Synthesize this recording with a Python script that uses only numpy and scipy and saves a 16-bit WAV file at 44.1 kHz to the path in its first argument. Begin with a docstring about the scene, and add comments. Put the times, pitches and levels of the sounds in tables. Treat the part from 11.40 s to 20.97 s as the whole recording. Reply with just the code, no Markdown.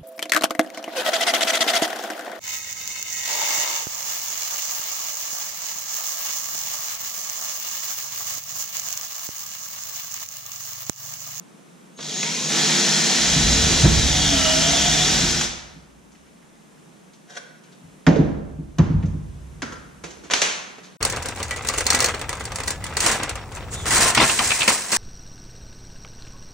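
"""Cordless drill at a basement workbench

A cordless drill drives a long screw into a wooden bench in a bare, block-walled basement room.
Gear noise and lines that follow the shaft speed spin up, sag under the screw's drag and recover.
The bench rumbles as filtered noise and thumps in decaying low modes when blows land on it.
Hard contacts are noise bursts with a ringing body; knocks ring the drill's hollow plastic shell.
Echoes of the room, a brief scuff and a low rush of air surround them."""
import sys
import numpy as np
from scipy import signal
from scipy.fft import rfft, irfft, next_fast_len
from scipy.io import wavfile
from scipy.ndimage import uniform_filter1d, minimum_filter1d

SR = 44100
rng = np.random.default_rng(int(sys.argv[2]) if len(sys.argv) > 2 else 0)


def log_audio(samples):
    """Write samples as a 16-bit WAV file to the path given in sys.argv[1]."""
    # one column per channel
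    frames = np.atleast_2d(samples).T
    # limit to full scale, then quantise
    limited = np.clip(frames, -1, 1)
    pcm = np.round(limited * 32767).astype(np.int16)
    wavfile.write(sys.argv[1], SR, pcm)


N = 422037
T = np.arange(N) / SR  # time of every sample [s]

# the trigger is half pulled, pulled right in, then let go [s]
HALF_S, FULL_S, RELEASE_S = .57, 1.09, 4.055
FULL_HZ = 352  # unloaded shaft speed at full trigger [turns per second]

# drag of the screw, tightest midway: (time [s], shaft speed lost [turns per second])
DRAG = [(1.33, 0), (1.45, 4.5), (1.6, 3), (1.9, 15), (2.22, 21), (2.38, 11), (2.48, 22), (2.6, 29),
        (2.7, 42), (2.85, 58), (2.99, 88), (3.09, 93), (3.27, 74), (3.38, 65), (3.64, 47), (3.71, 37),
        (3.82, 13), (3.92, 1)]
# blows on the bench: (time [s], level [dB], tilt [dB per octave], damping [factor on the decay rate])
THUMPS = [(1.955, -6, 5, 2), (2.33, -10, -3, 1.9), (2.426, 10, -17, 6), (2.441, 13, 6.5, 4.7),
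          (2.46, 5, -2, 3.9), (2.54, -13.5, -20, 2.2), (3.825, -9.5, 13.5, 2.9), (4.35, -37, 4, 0.95),
          (6.426, -36, -5, 1.24), (6.475, -35.5, -3, 1.6), (6.666, 3, 8, 1.1), (6.785, 2, 10.5, 1.8),
          (7.182, -17, 5, 1.47), (7.386, 6, -4.5, 1.88), (7.495, -3.5, 3, 2.13), (7.534, -7.5, -19, 1.5),
          (7.633, -2, -6.5, 2.33), (7.735, -18, 4, 1.6)]


def amp(db):
    """Turns decibels into gain."""
    return 10 ** (np.asarray(db) / 20)


def unit(x):
    """Scales to rms 1."""
    return x / np.sqrt(np.mean(abs(x) ** 2) + 1e-20)


def read(points, hz):
    """Reads a spectrum table on a log-frequency axis."""
    f, value = np.transpose(points)
    return np.interp(np.log(hz + 1), np.log(f + 1), value)


def curve(rows, axis=1, outside=None):
    """Draws one column of a time table at every sample."""
    rows = np.array(rows, float)
    return np.interp(T, rows[:, 0], rows[:, axis], outside, outside)


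def add(mix, s, sound):
    """Mixes a sound in at time s."""
    part = mix[..., round(s * SR):][..., :sound.shape[-1]]
    part += sound[..., :part.shape[-1]]


def shape(x, gain):
    """Filters by a gain given as a function of frequency."""
    size = next_fast_len(x.shape[-1])
    spectrum = rfft(x, size) * gain(np.fft.rfftfreq(size, 1 / SR))
    return irfft(spectrum, size)[..., :x.shape[-1]]


def colour(x, points):
    """Filters x by a spectrum table, at rms 1."""
    return unit(shape(x, lambda hz: amp(read(points, hz))))


def bump(hz, centre_hz, octaves):
    """A bell of height 1 on a log-frequency axis."""
    return np.exp(-(np.log2((hz + 1) / centre_hz) / octaves) ** 2)


def wander(hz):
    """A random drift of rms 1, with two new knots per cycle of hz."""
    knots = np.arange(0, T[-1] + 1, .5 / hz)
    return unit(np.interp(T, knots, rng.standard_normal(len(knots))))


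def even(x, evenness=.7):
    """Smooths out a share (evenness) of the chance swings in a rumble's level, at rms 1."""
    power = abs(uniform_filter1d(x ** 2, size=1500))
    return unit(x / (power + 1e-9) ** (evenness / 2))


def causal(x, db):
    """Filters by a dB spectrum on the bins of x, at minimum phase so nothing rings ahead of the hit."""
    cepstrum = irfft(np.log(amp(np.maximum(db, -100))))
    half = len(cepstrum) // 2
    # folding the cepstrum onto positive time gives the minimum phase
    cepstrum[1:half] *= 2
    cepstrum[half + 1:] = 0
    return irfft(rfft(x) * np.exp(rfft(cepstrum)))


def diffuse(pair):
    """Two unrelated signals become a diffuse field whose likeness left to right varies with pitch."""
    # likeness of diffuse sound at the two microphone ports: (frequency [Hz], correlation)
    likeness = [(120, 0.83), (250, 0.14), (500, 0), (1000, 0), (2000, 0), (4000, 0.82), (8000, 0)]
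    mid = shape(pair[0], lambda hz: np.sqrt((1 + np.clip(read(likeness, hz), -1, 1)) / 2))
    side = shape(pair[1], lambda hz: np.sqrt((1 - np.clip(read(likeness, hz), -1, 1)) / 2))
    return np.array([mid + side, mid - side])


def tail(build_s=0.0012, size=32768):
    """The echo of block walls at energy 1, each band dying at its own speed."""
    # reverberation: (frequency [Hz], time to fall 60 dB [s])
    decay = [(100, 0.68), (300, 0.83), (1000, 1), (3000, 0.72), (6000, 0.64), (12000, 0.44)]
    hz, t, bands = signal.stft(diffuse(rng.standard_normal((2, size))), SR, nperseg=256)
    bands = bands * amp(-60 * t / read(decay, hz)[:, None])
    echo = signal.istft(bands, SR, nperseg=256)[1][:, :size]
    echo *= 1 - np.exp(-np.arange(size) / SR / build_s)
    return echo / np.linalg.norm(echo[0])


def room(x, wet_db, early_db):
    """Joins direct sound, early reflections and the tail, at a fixed total energy."""
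    # reflections off bench, shelves and walls: (left delay [s], right delay [s], relative level [dB])
    reflections = [(.0021, .0024, 3), (.0053, 0.0068, -4), (.0072, 0.007, -5), (0.0093, 0.0054, -17),
                   (0.014, .0138, -5), (0.0192, 0.013, -15)]
    response = amp(wet_db) * tail()
    response[:, 0] += 1
    for left, right, db in reflections:
        response[[0, 1], [round(left * SR), round(right * SR)]] += amp(db + early_db)
    response /= np.linalg.norm(response[0])
    return signal.fftconvolve(x[None], response, axes=1)[:, :N]


def ports(x):
    """The two microphone ports hear the bench with different level and phase."""
    # level difference: (frequency [Hz], left over right [dB])
    balance = [(60, -2), (170, 0.5), (380, -7), (700, -6), (1290, 1), (2400, -1), (4400, 1), (7500, .5),
               (9500, -9.5), (12000, 1)]
    # phase difference: (frequency [Hz], left's lead [rad])
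    lead = [(3000, 0), (6700, 1.07), (9000, -3.5), (10500, 14.5), (11800, -5.5)]
    sign = np.array([[1], [-1]])  # each port takes half the difference

    def port_gain(hz):
        return amp(read(balance, hz) / 2) ** sign * np.exp(.5j * read(lead, hz) * sign)

    return shape(x, port_gain)


def air(level_db=-50, drift_db=-1.0, low_hz=105):
    """The low rush and hiss of the basement: diffuse noise, thinned in the bass, drifting slightly."""
    # (frequency [Hz], relative level [dB per Hz])
    air_tone = [(15, -43), (25, -11), (82, -39), (148, -1), (183, 1), (209, -0.5), (313, -6), (741, -14),
                (1080, -15.5), (3630, -25), (4620, -29), (6050, -24.5), (9550, -26.5), (12500, -37),
                (15500, -45)]
    rush = colour(diffuse(rng.standard_normal((2, N))), air_tone)
    rush = shape(rush, lambda hz: .4 + .6 * hz ** 6 / (hz ** 6 + low_hz ** 6))
    return rush * amp(level_db + drift_db * wander(1.0))


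def scuff(grain=0.27):
    """A brief grainy rub: coloured noise of uneven strength."""
    # (time [s], level [dB])
    rub_level = [(5.87, -61), (5.905, -41.5), (5.94, -46.5), (5.975, -32.5), (5.99, -54), (6.02, -78)]
    # (frequency [Hz], relative level [dB per Hz])
    rub_tone = [(210, -46), (350, -31), (485, -1.5), (605, -10), (651, -15), (712, -0.5), (813, -26.5),
                (1050, -9), (1290, -21), (1490, -4), (2470, -18), (3310, -12.5), (4940, -20), (5730, -10.5),
                (12000, -42), (15600, -72), (22000, -120)]
    grains = rng.standard_normal(N) * np.exp(grain * wander(200))
    return colour(grains, rub_tone) * amp(curve(rub_level, outside=-120))


def knocks(centre_hz=1000):
    """Each handling knock rings the drill's hollow body; a rising tilt favours the high modes."""
    # the drill is set down and handled: (time [s], level [dB], tilt [dB per octave])
    hits = [(6.667, -22, 3.5), (7.384, -30, -6), (8.221, -28.5, 3), (8.262, -43, 4), (8.322, -33.5, -0.5),
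            (8.356, -41, 3), (8.638, -36, -3)]
    # modes of the hollow plastic body: (frequency [Hz], relative level [dB], time to fall 60 dB [s])
    shell_modes = [(168, -5, 0.23), (326, -6, 0.14), (441, -9, 0.1), (499, -3.5, 0.11), (993, -9, 0.091),
                   (1350, -4, 0.12), (1590, -5, 0.12), (1823, -4.5, 0.07), (3080, -12.5, 0.05),
                   (3326, -12.5, 0.036), (4980, -13, 0.06)]
    out, t = np.zeros(N), np.arange(SR // 2) / SR
    for s, db, tilt_db in hits:
        for hz, mode_db, t60 in shell_modes:
            level_db = db + mode_db + tilt_db * np.log2(hz / centre_hz)
            tone = np.sin(2 * np.pi * (hz * t + rng.random()))
            add(out, s, amp(level_db - 60 * t / t60) * tone)
    return room(out, wet_db=-5, early_db=-3.5)


def clacks(ring_db=-7, bright_hz=3500, dull_hz=9500, spread=0.3, size=32768):
    """A crack, the dense short ring of a hard casing, then the room; soft contacts swell and ring longer."""
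    # hard contacts: (time [s], level [dB], body resonance [Hz], its boost [dB], brightness [dB],
    # rise [s], room echo [dB])
    contacts = [(.587, -29, 3800, 9, -21, 0.0018, 5), (.83, -14, 2400, 11, 6, .00014, 1.5),
                (2.444, -6.5, 380, 9, -20, 0.0033, -1.5), (4.011, -10.5, 3580, 3, 11, 0.0012, -0.5),
                (4.718, -45, 6500, 9, 4, .0011, 0), (4.749, -44, 2450, 12, 2, .001, -2),
                (4.865, -46, 2300, 17, 3, .002, -3), (5.019, -45, 1900, 20, -5, .003, -4),
                (5.732, -41.5, 4020, 6, 19, .0036, -2), (6.235, -42, 3000, 6, 6, .006, 2),
                (6.319, -40, 4000, 11, 0, .006, -4), (6.6662, -5.5, 1550, 9, -11, 0.00022, -9),
                (6.673, -0.5, 584, 17, -9.5, 0.0034, -1), (6.757, -6, 415, 26, -9, 0.0024, -2),
                (7.3849, -17, 2070, -6.5, -9, 0.00044, -1), (7.39, -11, 305, 14.5, -27, 0.004, -0.5),
                (7.394, -18.5, 940, 20, -19, 0.0047, 2), (7.497, -28, 910, 10, -27, .008, -5),
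                (7.625, -33.5, 2200, 15, -2, .0015, -4.5), (7.628, -24.5, 450, 16, -10, .007, -3),
                (7.656, -38.5, 6000, 9, 3, .002, 0.5), (8.2201, -16.5, 1400, 15.5, 8, 0.0003, -2),
                (8.226, -17, 234, 22, -7, 0.00087, -2), (8.322, -29.5, 1390, 4, 9, .003, -5),
                (8.637, -21, 330, 10.5, 3, 0.0045, 0.5), (8.704, -31, 5960, 6, 10, 0.0018, -0.5),
                (8.835, -25, 300, 15, 2, .03, 2), (8.9, -19, 1500, 4, -7, 0.00019, 3),
                (8.908, -9.5, 3300, 1.5, 3, 0.0024, -1), (8.936, -1, 3760, 5, 6.5, 0.000051, -2.5),
                (9.0174, -4.5, 2610, 5, 10, .0004, 2.5), (9.382, -30, 440, 15, -1, .0015, -4.5),
                (9.432, -28, 3980, 6, 3, 0.027, 1.5)]
    # (frequency [Hz], relative level [dB per Hz])
    casing_tone = [(88, -18.5), (150, -10.5), (326, -5.5), (366, -4.5), (436, -2), (509, -3.5), (656, -4),
                   (1320, -4.5), (1660, -3.5), (3830, -9), (5230, -11), (6230, -5), (12500, -38),
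                   (15500, -49)]
    firm_s, firm_ring_s, ring_power = 0.00083, 0.066, .21  # a contact rising in firm_s rings firm_ring_s
    crack_share, body_octaves = 0.013, .55  # crack's time constant as a share of the ring; body width
    out, t, hz = np.zeros((2, N)), np.arange(size) / SR, np.fft.rfftfreq(size, 1 / SR)
    for s, db, body_hz, body_db, bright_db, rise, wet_db in contacts:
        ring_s = firm_ring_s * (rise / firm_s) ** ring_power
        snap, centre, side = rng.standard_normal((3, size))
        casing = centre + spread * side * [[1], [-1]]  # the shelves scatter the ring to both sides
        crack = snap * np.exp(-t / (crack_share * ring_s))
        blow = crack + amp(ring_db) * casing * np.exp(-np.log(1000) * t / ring_s)
        blow *= 1 - np.exp(-t / rise)
        blow += amp(wet_db) * np.linalg.norm(blow[0]) * tail(size=size)
        # each struck part has its own hollow resonance
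        body = body_db / (1 + (np.log2((hz + 1) / body_hz) / body_octaves) ** 2)
        tone_db = read(casing_tone, hz) + body + bright_db * hz ** 2 / (hz ** 2 + bright_hz ** 2)
        # dull contacts lose the very top as well
        tone_db += min(bright_db, 0) * np.minimum(hz / dull_hz, 4 / 3) ** 4
        add(out, s, amp(db) * causal(blow, tone_db) / np.sqrt(np.mean(amp(tone_db) ** 2)))
    return out


def thumps(centre_hz=160):
    """Each blow sets the heavy bench swinging in its low modes, which build up and die away."""
    # bench modes: (frequency [Hz], relative level [dB], time to fall 60 dB at damping 1 [s], build-up [s])
    bench_modes = [(60.7, -32, 0.62, 0.014), (93.1, -18.5, 0.47, 0.012), (151.4, -3.5, 0.36, 0.015),
                   (161.5, 11.5, 0.16, 0.031), (206.2, -13, 0.64, 0.025), (266.6, -0.5, 0.11, 0.013),
                   (304, -20, 0.31, 0.017), (341.4, -25.5, 0.62, 0.014), (378, -35.5, 0.44, 0.025),
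                   (440.4, -32.5, 0.32, 0.018)]
    out, t = np.zeros(N), np.arange(SR) / SR
    for s, db, tilt_db, damping in THUMPS:
        for hz, mode_db, t60, build in bench_modes:
            level_db = db + mode_db + tilt_db * np.log2(hz / centre_hz)
            swing = (1 - np.exp(-(t / build) ** 2)) * np.exp(-np.log(1000) * damping * t / t60)
            add(out, s, amp(level_db) * swing * np.sin(2 * np.pi * hz * t))
    return out


def sway(level_db=-32, fall_db_per_s=25.5):
    """The level of the frame's slow sway: each blow adds its share of power, which dies away."""
    power = sum((T > s) * amp(db - fall_db_per_s * abs(T - s)) ** 2 for s, db, _, _ in THUMPS)
    return amp(level_db) * np.sqrt(power)


def motor(half_hz=231, half_lag_s=.185, full_lag_s=.05, brake_s=.14):
    """Unloaded shaft speed: it runs up toward each trigger setting in turn, then brakes."""
    half = half_hz * (1 - np.exp(-np.maximum(T - HALF_S, 0) / half_lag_s))
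    speed = FULL_HZ + (half - FULL_HZ) * np.exp(-np.maximum(T - FULL_S, 0) / full_lag_s)
    return speed * np.exp(-np.maximum(T - RELEASE_S, 0) / brake_s)


def gear_level(full_db=-20.5, half_db=-2, speed_power=0.96):
    """Gears are louder the faster the motor runs; they quieten as the hand eases off and lets go."""
    ease_s, ease_db_per_s, stop_db_per_s = 3.785, 20.5, 702
    db = full_db + half_db * (T < FULL_S)  # half trigger is quieter
    db = db - ease_db_per_s * np.maximum(T - ease_s, 0)
    db = db - stop_db_per_s * np.maximum(T - RELEASE_S, 0)
    return amp(np.maximum(db, -120)) * (motor() / FULL_HZ) ** speed_power


def rumble(motor_frame_db=-49, motor_top_db=-7.5, grip_top_db=-4):
    """Motor and steadily slipping screw shake the bench: its frame sways, its top drums, as noise."""
    # bass rumble as the screw grips the wood: (time [s], level [dB])
    grip_level = [(1.78, -45), (1.92, -34.5), (2.05, -23.5), (2.3, -25.5), (2.62, -28.5), (3.15, -37.5),
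                  (3.72, -32), (3.87, -30.5), (4.5, -69), (6.6, -83)]
    # swaying frame: (frequency [Hz], relative level [dB per Hz])
    frame_tone = [(13, -32), (22, -18), (32, -15), (50, -1), (64, 3), (80, -6), (99, -6.5), (115, -11),
                  (130, -5), (160, -3), (280, -120)]
    # drumming bench top: (frequency [Hz], relative level [dB per Hz])
    top_tone = [(68, -62), (115, -31), (155, 7.5), (178, 0), (197, 4.5), (215, 1), (240, 3), (300, -13.5),
                (340, -6), (398, -14.5), (430, -8), (550, -17), (920, -120)]
    slips = rng.standard_normal((2, N))
    gears, grip = gear_level(), amp(curve(grip_level, outside=-120))
    frame = np.hypot(grip, sway()) + amp(motor_frame_db) * gears
    motor_top = amp(motor_top_db) * gears * (1 - curve(DRAG) / FULL_HZ)  # drag slows the motor
    top = np.hypot(amp(grip_top_db) * grip, motor_top)
    return even(colour(slips[0], frame_tone)) * frame + even(colour(slips[1], top_tone)) * top


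def controller():
    """The chopped motor current whistles at part throttle: a sine that glides in pitch."""
    # (time [s], frequency [Hz], level [dB])
    whistle = [(.54, 6440, -57), (.57, 6530, -49), (.66, 6610, -45), (.8, 6660, -33.5), (.92, 6590, -39),
               (1.1, 6690, -37), (1.16, 6700, -65)]
    level = np.sqrt(2) * amp(curve(whistle, axis=2, outside=-120))
    return level * np.sin(2 * np.pi * np.cumsum(curve(whistle)) / SR)


def whine(angle, backlash_hz=3., surge_hz_per_s=700, unload_db_per_s=110):
    """Lines at multiples of the shaft speed, levelled by load; gear lines fade in surges and once unloaded."""
    # shaft and gear lines: (multiple of shaft speed, then relative levels [dB] at half trigger,
    # running free, under light, medium and full load, then roughness [0-1])
    order_lines = [(1, -22, -15.5, -18.5, -13, -8, .2), (2.43, -17, -26, -24, -14.5, -10.5, .3),
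                   (5.03, -17, -30, -30, -24, -15.5, .7), (5.24, -28, -17, -22, -20, -14, .5),
                   (10.05, -27, -28, -22, -15, -18, .55), (11.15, -27, -30, -19, -9, -9, .45),
                   (12, -13.5, -11, -10.5, -12, -15, .35), (12.5, -18, -21, -21, -14.5, -19, .85),
                   (15, -22, -24, -14, -22, -28, .4), (18, -20, -21, -21, -24, -25, .7),
                   (20, -19, -18, -15.5, -22, -28, .45), (22.6, -17, -28, -26, -15, -11.5, .85)]
    # running free, light, medium and full load: speed lost [turns per second]
    load_steps = [4, 20, 52, 90]
    # how well the housing radiates a line gliding through it: (frequency [Hz], gain [dB])
    housing = [(100, -30), (250, -0.5), (345, -1.5), (500, -4), (630, 3), (665, 6.5), (700, -3), (742, 3.5),
               (790, -9), (830, -14), (910, 4.5), (1100, -4), (1330, 1), (1450, -10), (1650, -7),
               (1800, -1), (2000, -3), (2200, -2), (2500, -2.5), (2750, -6), (2920, -3), (3080, 1),
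               (3420, 2), (3650, 0), (4000, 0), (4200, -2), (7000, 2)]
    rougher, flutter_db, flutter_hz = .14, 2.0, 7  # added by strain or a half-pulled trigger
    home_s = 3.91  # the screw is home and the gears run unloaded
    drag = curve(DRAG)
    meshing = amp(-unload_db_per_s * np.maximum(T - home_s, 0))
    meshing = meshing / np.hypot(1, np.gradient(motor()) * SR / surge_hz_per_s)
    unsteady = np.where(T < FULL_S, 1, drag / drag.max())
    out = np.zeros(N)
    for multiple, half_db, *loads_db, rough in order_lines:
        rough = np.clip(rough + rougher * unsteady, 0, 1)
        width = backlash_hz * (multiple + 2)  # play in the gears smears high lines most
        smear = (wander(width) + 1j * wander(width)) / np.sqrt(2)
        backlash = np.sqrt(1 - rough ** 2) + rough * smear
        db = np.where(T < FULL_S, half_db, np.interp(drag, load_steps, loads_db))
        db = db + flutter_db * unsteady * wander(flutter_hz)
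        line = np.sqrt(2) * (backlash * np.exp(1j * multiple * angle)).real
        out += amp(db) * (meshing if multiple > 2 else 1) * line  # the shaft itself hums on
    return shape(out, lambda hz: amp(read(housing, hz)))


def rattle(angle, beat=0.31, grain=0.075):
    """Gear teeth rattle in the housing: noise that beats once a turn, hollower and rasping at first."""
    # (frequency [Hz], relative level [dB per Hz])
    gearbox = [(180, -30), (300, -14), (342, -20), (543, -9.5), (652, -4), (1110, -9.5), (1780, -4),
               (2740, -5), (3280, -1.5), (4720, -3), (6050, 0.5), (6900, -2), (11300, -26.5),
               (14000, -29.5), (15500, -38)]
    hollow_db, hollow_hz, hollow_octaves = -4, 1500, 1.0  # a dip at half trigger
    rasp_db, rasp_hz, rasp_octaves, rasp_s = -2, 3700, .3, 0.2  # extra band as the gears start
    teeth = rng.standard_normal(N) * (1 + beat * np.cos(angle)) * np.exp(grain * wander(500))
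    full = colour(teeth, gearbox)
    hollow = shape(full, lambda hz: amp(hollow_db * bump(hz, hollow_hz, hollow_octaves)))
    rasp = amp(rasp_db) * shape(full, lambda hz: bump(hz, rasp_hz, rasp_octaves))
    rasp *= np.exp(-((T - HALF_S) / rasp_s) ** 2)
    return np.where(T < FULL_S, hollow + rasp, full)


def drill(jitter=.0018, jitter_hz=18):
    """Rattle and whine share one shaft, which the screw's drag slows and whose speed wavers slightly."""
    speed = np.maximum(motor() - curve(DRAG), 0) * (1 + jitter * wander(jitter_hz))
    angle = 2 * np.pi * np.cumsum(speed) / SR
    effort = gear_level()
    rattling = room(rattle(angle) * effort, wet_db=-3.0, early_db=-14.5)
    return rattling + room(whine(angle) * effort, wet_db=-4.5, early_db=-16)


def scene():
    """The bench reaches the microphone mostly through its legs; airborne sounds come with the room."""
    small = room(controller() + scuff(), wet_db=-2.5, early_db=-5)
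    bench = room(rumble(), wet_db=-9.0, early_db=-22) + room(thumps(), wet_db=-6.0, early_db=-23.0)
    return air() + ports(small + knocks() + clacks() + bench + drill())


def record(dry, knee_db=-14, squeeze=0.28, follower_fall_db_per_s=13.0, edge_hz=15200):
    """Gain control ducks loud sound and recovers slowly; a limiter holds peaks; a low-pass ends the band."""
    power_db = 10 * np.log10(abs(uniform_filter1d((dry ** 2).mean(0), size=600)) + 1e-12)
    # the level follower jumps up with peaks and falls at a steady rate
    fall = T * follower_fall_db_per_s
    follower_db = np.maximum.accumulate(power_db + fall) - fall
    over_db = np.maximum(follower_db - knee_db, 0)
    ducked = dry / amp(squeeze * uniform_filter1d(over_db, size=200))
    headroom = np.minimum(.96 / (abs(ducked).max(0) + 1e-9), 1)
    headroom = minimum_filter1d(headroom, size=129)
    held = ducked * uniform_filter1d(headroom, size=129)
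    low_pass = signal.firwin(511, edge_hz, window=("kaiser", 9), fs=SR)
    return signal.oaconvolve(held, low_pass[None], "same")


dry = scene()
out = record(dry)
log_audio(out)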